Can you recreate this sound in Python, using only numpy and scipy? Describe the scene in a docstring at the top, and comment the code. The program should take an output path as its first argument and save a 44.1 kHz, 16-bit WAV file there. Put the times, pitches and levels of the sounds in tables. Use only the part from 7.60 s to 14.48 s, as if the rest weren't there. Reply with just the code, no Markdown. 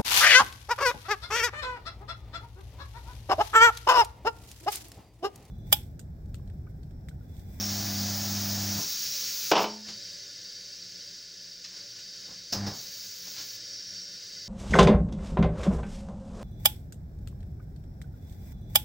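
"""First comes a hiss of air over a humming motor: a tyre is being inflated on a tyre changer in a garage.
Air rushes through the valve and rings inside the tyre, while a brighter leak hisses until the bead (the
tyre's edge) slips over the rim with a bang. The turntable motor stops before the bang and is later run
once more, briefly, by its clacking pedal switch. Gloves, sleeve and hose scuff now and then."""
import sys
import numpy as np
from scipy import signal
from scipy.fft import rfft, irfft
from scipy.io import wavfile
from scipy.ndimage import uniform_filter1d

SR = 44100
rng = np.random.default_rng(int(sys.argv[2]) if len(sys.argv) > 2 else 0)


def waveform_to_disk(signal):
    """Save audio, clipped to [-1, 1], as 16-bit WAV at the path in sys.argv[1]."""
    frames = np.transpose(np.atleast_2d(signal))
    scaled = np.clip(frames, -1, 1) * 32767
    samples = np.round(scaled).astype(np.int16)
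    wavfile.write(sys.argv[1], SR, samples)


N = 303403
T = np.arange(N) / SR
FREQ = np.arange(N // 2 + 1) * SR / N + 1e-3


def undb(db):
    """Turn decibels into a gain."""
    return 10 ** (np.asarray(db) / 20)


def unit(x):
    """Scale a sound to an average (rms) level of 1."""
    return x / np.sqrt(np.mean(x ** 2))


def colour(points):
    """A gain for every frequency, drawn through (Hz, dB) points."""
    hz, db = np.transpose(points)
    return undb(np.interp(np.log(FREQ), np.log(hz), db))


def noise(gain):
    """Noise of level 1, shaped by a gain for every frequency."""
    return unit(irfft(rfft(rng.standard_normal(N)) * gain, N))


def walk(rate):
    """A smooth random wobble of size about 1, with `rate` new values a second."""
    hold = int(SR / rate)
    steps = np.repeat(rng.standard_normal(N // hold + 1), hold)
    return 1.3 * uniform_filter1d(uniform_filter1d(steps, hold), hold)[:N]


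def fade(start, t60, rise=0.0017):
    """Loudness of a blow: a quick rise, then a fall of 60 dB in t60 seconds (the fade time)."""
    age = np.clip(T - start, 0, 4 * t60)
    return (1 - np.exp(-age / rise)) * np.exp(-np.log(1000) * age / t60)


def spell(start, stop, rise, t60):
    """Loudness of something switched on and off: it rises, holds, then fades."""
    return np.clip((T - start) / rise, 0, 1) * np.exp(-np.log(1000) * np.clip((T - stop) / t60, 0, 4))


def ring(x, response):
    """Let a sound set a room or an object ringing."""
    return signal.fftconvolve(x, response / np.sqrt(np.sum(response ** 2)))[:N]


def garage(x, echo_db=-9.5, low_t60=0.29, treble_t60=0.19):
    """Hard walls add a short wash of echo whose treble dies first."""
    low = 1 / (1 + (FREQ / 2500) ** 2)
    white = rfft(rng.standard_normal(N))
    low_tail = irfft(white * low, N) * fade(0.002, low_t60, rise=0.0087)
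    treble_tail = irfft(white * (1 - low), N) * fade(0.00616, treble_t60, rise=0.0094)
    return x + undb(echo_db) * ring(x, (low_tail + treble_tail)[:SR])


# Tone of a dry rustle, and of a dull rub or knock. Each row: frequency in Hz, level in dB.
RUSTLE_COLOUR = [(600, -24), (1500, -4.5), (3000, -3), (5300, 8), (6800, 0.5), (8500, -21), (14000, -31.5)]
DULL_COLOUR = [(40, -10), (150, 5), (400, -1.5), (750, -2.5), (1200, -7.5), (2000, -14.5), (4000, -39)]
# The strokes. Each row: middle in seconds, rough length in seconds, rustle in dB, rub in dB.
SCUFFS = [(2.297, 0.046, -43, -54), (4.055, 0.022, -43.5, -73), (4.163, 0.085, -50, -64.5),
          (4.388, 0.046, -48, -71), (4.705, 0.052, -68, -55), (5.676, 0.022, -47, -58),
          (5.798, 0.067, -40, -57.5)]

def scuffs(grain_db=2.0):
    """Cloth and rubber slide in short, grainy strokes."""
    rustle, rub = noise(colour(RUSTLE_COLOUR)), noise(colour(DULL_COLOUR))
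    strokes = sum(np.exp(-2 * ((T - middle) / length) ** 2) * (undb(dry_db) * rustle + undb(rub_db) * rub)
                  for middle, length, dry_db, rub_db in SCUFFS)
    return strokes * undb(grain_db * walk(220))


# Tones of the hum. Each row: multiple of the hum's pitch, relative level in dB.
HUM_TONES = [(1, 0), (2, -.5), (3, -12.5), (4, -27), (5, -32), (6, -25), (7, -25), (8, -20), (9, -30),
             (10, -30)]
# Tone of the gears and bearings. Each row: frequency in Hz, level in dB.
GEAR_COLOUR = [(30, -7), (60, 1), (110, 7.5), (230, 8.5), (450, -5.5), (680, 3), (1000, -4), (1800, -2.5),
               (3000, -19.5), (8000, -61)]
# When the motor runs. Each row: on and off in seconds.
MOTOR_RUNS = [(-.1, 1.178), (4.925, 5.09)]

def motor(hum_hz=100.05, level_db=-34.5, gears_db=-9.5, waver_db=1.42):
    """The motor's magnetic pull pulses at twice the mains rate; the gearbox rumbles along."""
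    phase = 2 * np.pi * hum_hz * T + 0.04 * walk(12)
    hum = sum(-undb(db + waver_db * walk(10)) * np.cos(k * phase) for k, db in HUM_TONES)
    gears = undb(gears_db) * noise(colour(GEAR_COLOUR))
    running = sum(spell(on, off, rise=0.075, t60=0.15) for on, off in MOTOR_RUNS)
    return (unit(hum) + gears) * undb(level_db) * running


# Tone of the metal clack. Each row: frequency in Hz, level in dB.
CLACK_COLOUR = [(1500, -17.5), (3300, -14.5), (4400, -3.5), (5250, 4.5), (6500, -7.5), (8000, -24.5),
                (12500, -30.5), (15500, -13)]
# The switch snaps and the drive takes hold. Each row: start in seconds, level in dB,
# the metal's fade time in seconds, knock in dB compared with the metal.
CLACKS = [(1.174, -39.5, 0.17, 3), (4.9235, -18, 0.09, -12), (4.945, -36, 0.13, -2.5),
          (5.062, -32, 0.23, -5)]

def pedal_clacks(rise_s=0.0053):
    """The switch makes a bright metal clack over a longer, dull knock of the machine's frame."""
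    metal, frame = noise(colour(CLACK_COLOUR)), noise(colour(DULL_COLOUR))
    out = 0
    for start, db, t60, knock_db in CLACKS:
        knock = undb(knock_db) * fade(start, 1.65 * t60, rise_s) * frame
        out += undb(db) * (fade(start, t60, rise_s) * metal + knock)
    return out


# When the jet sings. Each row: start and stop in seconds, level in dB.
SINGS = [(-.2, .04, -34.5), (0.277, 1.699, -42.5), (5.982, 6.43, -44.5)]
# Its wandering note. Each row: time in seconds, pitch in Hz.
SING_PITCH = [(0, 5560), (.25, 5400), (.48, 5000), (.7, 5300), (.9, 5080), (1.1, 5620), (1.5, 5500),
              (6.88, 5560)]

def singing_jet(width_hz=200):
    """Air sings faintly at the hose's nozzle; its breathy pitch wanders as the turntable turns."""
    phase = 2 * np.pi * np.cumsum(np.interp(T, *np.transpose(SING_PITCH))) / SR
    band = 1 / (1 + (FREQ / width_hz) ** 2)
    singing = sum(undb(db) * spell(start, stop, rise=0.18, t60=0.7) for start, stop, db in SINGS)
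    return unit(noise(band) * np.cos(phase) + noise(band) * np.sin(phase)) * singing


def flutter(x, shared_db, own_db):
    """A jet is unsteady: all of it wavers together, and each frequency band also flickers alone."""
    spectrum = rfft(x)
    band = np.digitize(FREQ, [1400, 3500, 5000, 6200, 9000])
    flickering = sum(irfft(spectrum * (band == k), N) * undb(own_db * walk(35)) for k in np.unique(band))
    return flickering * undb(shared_db * walk(10))


# Tone of the leak. Each row: frequency in Hz, level in dB.
LEAK_COLOUR = [(290, -55), (500, -37), (578, -32.5), (760, -31), (1410, -17.5), (2030, -18), (2550, -11.5),
               (2740, -14.5), (5560, -1.5), (6610, -2), (8090, -19), (12100, -21), (13600, -20),
               (15000, -3.5), (15700, -0.5)]
# When the gap leaks. Each row: start and stop in seconds, level in dB, seconds taken to open,
# growth in dB per second.
LEAKS = [(-.1, 1.915, -30, .05, .6), (1.96, 2.035, -32.5, 0.063, 0), (5.115, 5.965, -39, .04, -2.5)]

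def leak():
    """Air squeezes out through a narrow gap with a smooth, bright hiss."""
    gap = sum(spell(opens, shuts, rise, t60=0.087) * undb(db + growth * (T - opens))
              for opens, shuts, db, rise, growth in LEAKS)
    return flutter(noise(colour(LEAK_COLOUR)), shared_db=0.33, own_db=1.0) * gap


# Overall tone of the air in the tyre. Each row: frequency in Hz, level in dB.
FLOW_COLOUR = [(30, -18.5), (65, -26), (250, -17.5), (600, -18.5), (760, -32), (1230, -28), (1500, -18.5),
               (2600, -19.5), (3400, -15), (4350, -8.5), (4700, -1), (5500, -2.5), (6800, -11.5),
               (7600, -23), (13300, -44), (15700, -17)]
# Notes at which air rings in tyre and valve. Each row: pitch in Hz, rough width in Hz, level in dB.
AIR_NOTES = [(108, 25, -5), (180, 14, -2), (325, 22, -13), (397, 18, -14), (500, 10, -5), (575, 14, -7),
             (1080, 25, -23), (1455, 40, -11), (1610, 50, -13), (1720, 20, -8), (2024, 25, -8),
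             (2150, 60, -14), (2405, 25, -12), (2740, 28, -11), (3105, 30, -11), (3235, 30, -11),
             (3645, 25, -4), (3850, 25, -3), (4052, 30, -1), (4455, 35, -2), (4595, 62, 8), (4861, 25, 2),
             (5075, 45, 2), (5430, 30, -1), (5690, 60, 1), (7208, 33, -10), (7795, 40, -14),
             (8340, 90, -21), (10300, 30, -17), (11015, 20, -19), (11650, 150, -33)]
# The flow eases as the tyre fills, then picks up a little. Each row: time in seconds, level in dB.
FLOW_LEVELS = [(0, -40), (1.1, -38), (2.3, -41.5), (3.5, -44), (4.8, -43), (5.3, -42), (6.88, -42.5)]

def filling(dip_db=-2.5, dip_at_s=2.196, dip_width_s=0.066):
    """The jet from the valve roars inside the tyre and makes the air ring at many notes."""
    # a crowd of weak notes lies between the strong ones
    grid_hz = np.arange(0, SR / 2, 35)
    crowd_db = np.interp(FREQ, grid_hz, 2.6 * rng.standard_normal(len(grid_hz)))
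    power = (colour(FLOW_COLOUR) * undb(crowd_db * np.clip(FREQ / 1500, 0, 1))) ** 2
    for hz, width, db in AIR_NOTES:
        power += undb(db) ** 2 / (1 + ((FREQ - hz) / (0.54 * width)) ** 2) ** 2
    flow_db = np.interp(T, *np.transpose(FLOW_LEVELS))
    flow_db += dip_db * np.exp(-((T - dip_at_s) / dip_width_s) ** 2)  # a brief dip after the bang
    return flutter(noise(np.sqrt(power)), shared_db=0.57, own_db=0.04) * undb(flow_db)


# The bead snaps over the rim's hump, bounces, slips on and settles.
# Each row: start in seconds, level in dB.
BEAD_BLOWS = [(1.9144, -8.5), (1.934, -17), (1.953, -15), (2.040, -21.5)]

def bead_force(judder_at_s=1.95, jerk_gap_s=0.0132, jerk_db=-16.5, fall_db_per_s=160):
    """The bead hits the rim in a few blows, and sticks and slips in five ever weaker jerks."""
    delays = np.cumsum(jerk_gap_s * np.exp(0.14 * rng.standard_normal(5)))
    blows = [undb(db) * fade(start, t60=0.067) for start, db in BEAD_BLOWS]
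    jerks = [undb(jerk_db - fall_db_per_s * (delay - delays[0])) * fade(judder_at_s + delay, t60=0.097)
             for delay in delays]
    return np.sqrt(sum(push ** 2 for push in blows + jerks))


def air_ring(hz=213, level_db=-29, hold_s=0.45):
    """The bang sets the air in the tyre ringing: a low note swells, fades, then dies quickly."""
    start = BEAD_BLOWS[0][0]
    note = fade(start, t60=1.05, rise=0.12) * np.sin(2 * np.pi * hz * T)
    return undb(level_db) * note * spell(start, start + hold_s, rise=1 / SR, t60=0.25)


# Tone of the rubber's slap and of its first crack. Each row: frequency in Hz, level in dB.
SLAP_COLOUR = [(59, -59), (100, -46), (154, -12.5), (264, -12.5), (318, -2.5), (368, -7), (416, -5),
               (491, -5), (895, -2), (1880, -19), (2910, -11.5), (4050, -21), (5300, -15), (8180, -41),
               (14000, -59.5)]
CRACK_COLOUR = [(500, -6), (2500, 4), (5500, -6.5), (8000, -11.5), (15000, -20)]
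# Notes of the steel rim and tyre body. Each row: pitch in Hz, relative level in dB,
# nominal fade time in seconds.
WHEEL_NOTES = [(323, -1, 0.23), (420, -4, 0.38), (554, -5, 0.36), (673, 0, 0.23), (764, -4, 0.28),
               (888, -2, 0.31), (921, -12, 0.39), (985, -3, 0.27), (1044, -8, 0.32), (1174, -5, 0.26),
               (1238, -9, 0.29), (1292, -10, 0.28), (1427, -19, 0.36), (1707, -13, 0.27), (2353, -12, 0.28),
               (2573, -16, 0.35), (2767, -13, 0.27), (2998, -9, 0.28)]

def bead_bang(slap_db=-1, wheel_db=-10, crack_db=-21):
    """Rubber cracks over the hump and slaps the rim's edge, and the wheel rings."""
    force = bead_force()
    slaps = force * noise(colour(SLAP_COLOUR))
    crack = fade(BEAD_BLOWS[0][0], t60=0.012, rise=0.00038) * noise(colour(CRACK_COLOUR))
    # the wheel's notes ring briefly, for three quarters of their listed fade time
    wheel = sum(undb(db) * fade(0, 0.75 * t60) * np.sin(2 * np.pi * hz * T)
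                for hz, db, t60 in WHEEL_NOTES)
    ringing = ring(force * rng.standard_normal(N), wheel[:SR])
    return undb(slap_db) * slaps + undb(crack_db) * crack + undb(wheel_db) * ringing


def scene():
    """Air, motor and echoing blows and scuffs, the same in both ears."""
    bang = bead_bang()
    air = filling() + leak() + singing_jet() + air_ring()
    mono = air + motor() + garage(bang + pedal_clacks() + scuffs())
    return np.array([mono, mono])


def record(dry, top_hz=15750):
    """The very highest treble is cut off steeply."""
    return signal.sosfiltfilt(signal.ellip(10, .1, 60, top_hz, fs=SR, output="sos"), dry)


dry = scene()
out = record(dry)
waveform_to_disk(out)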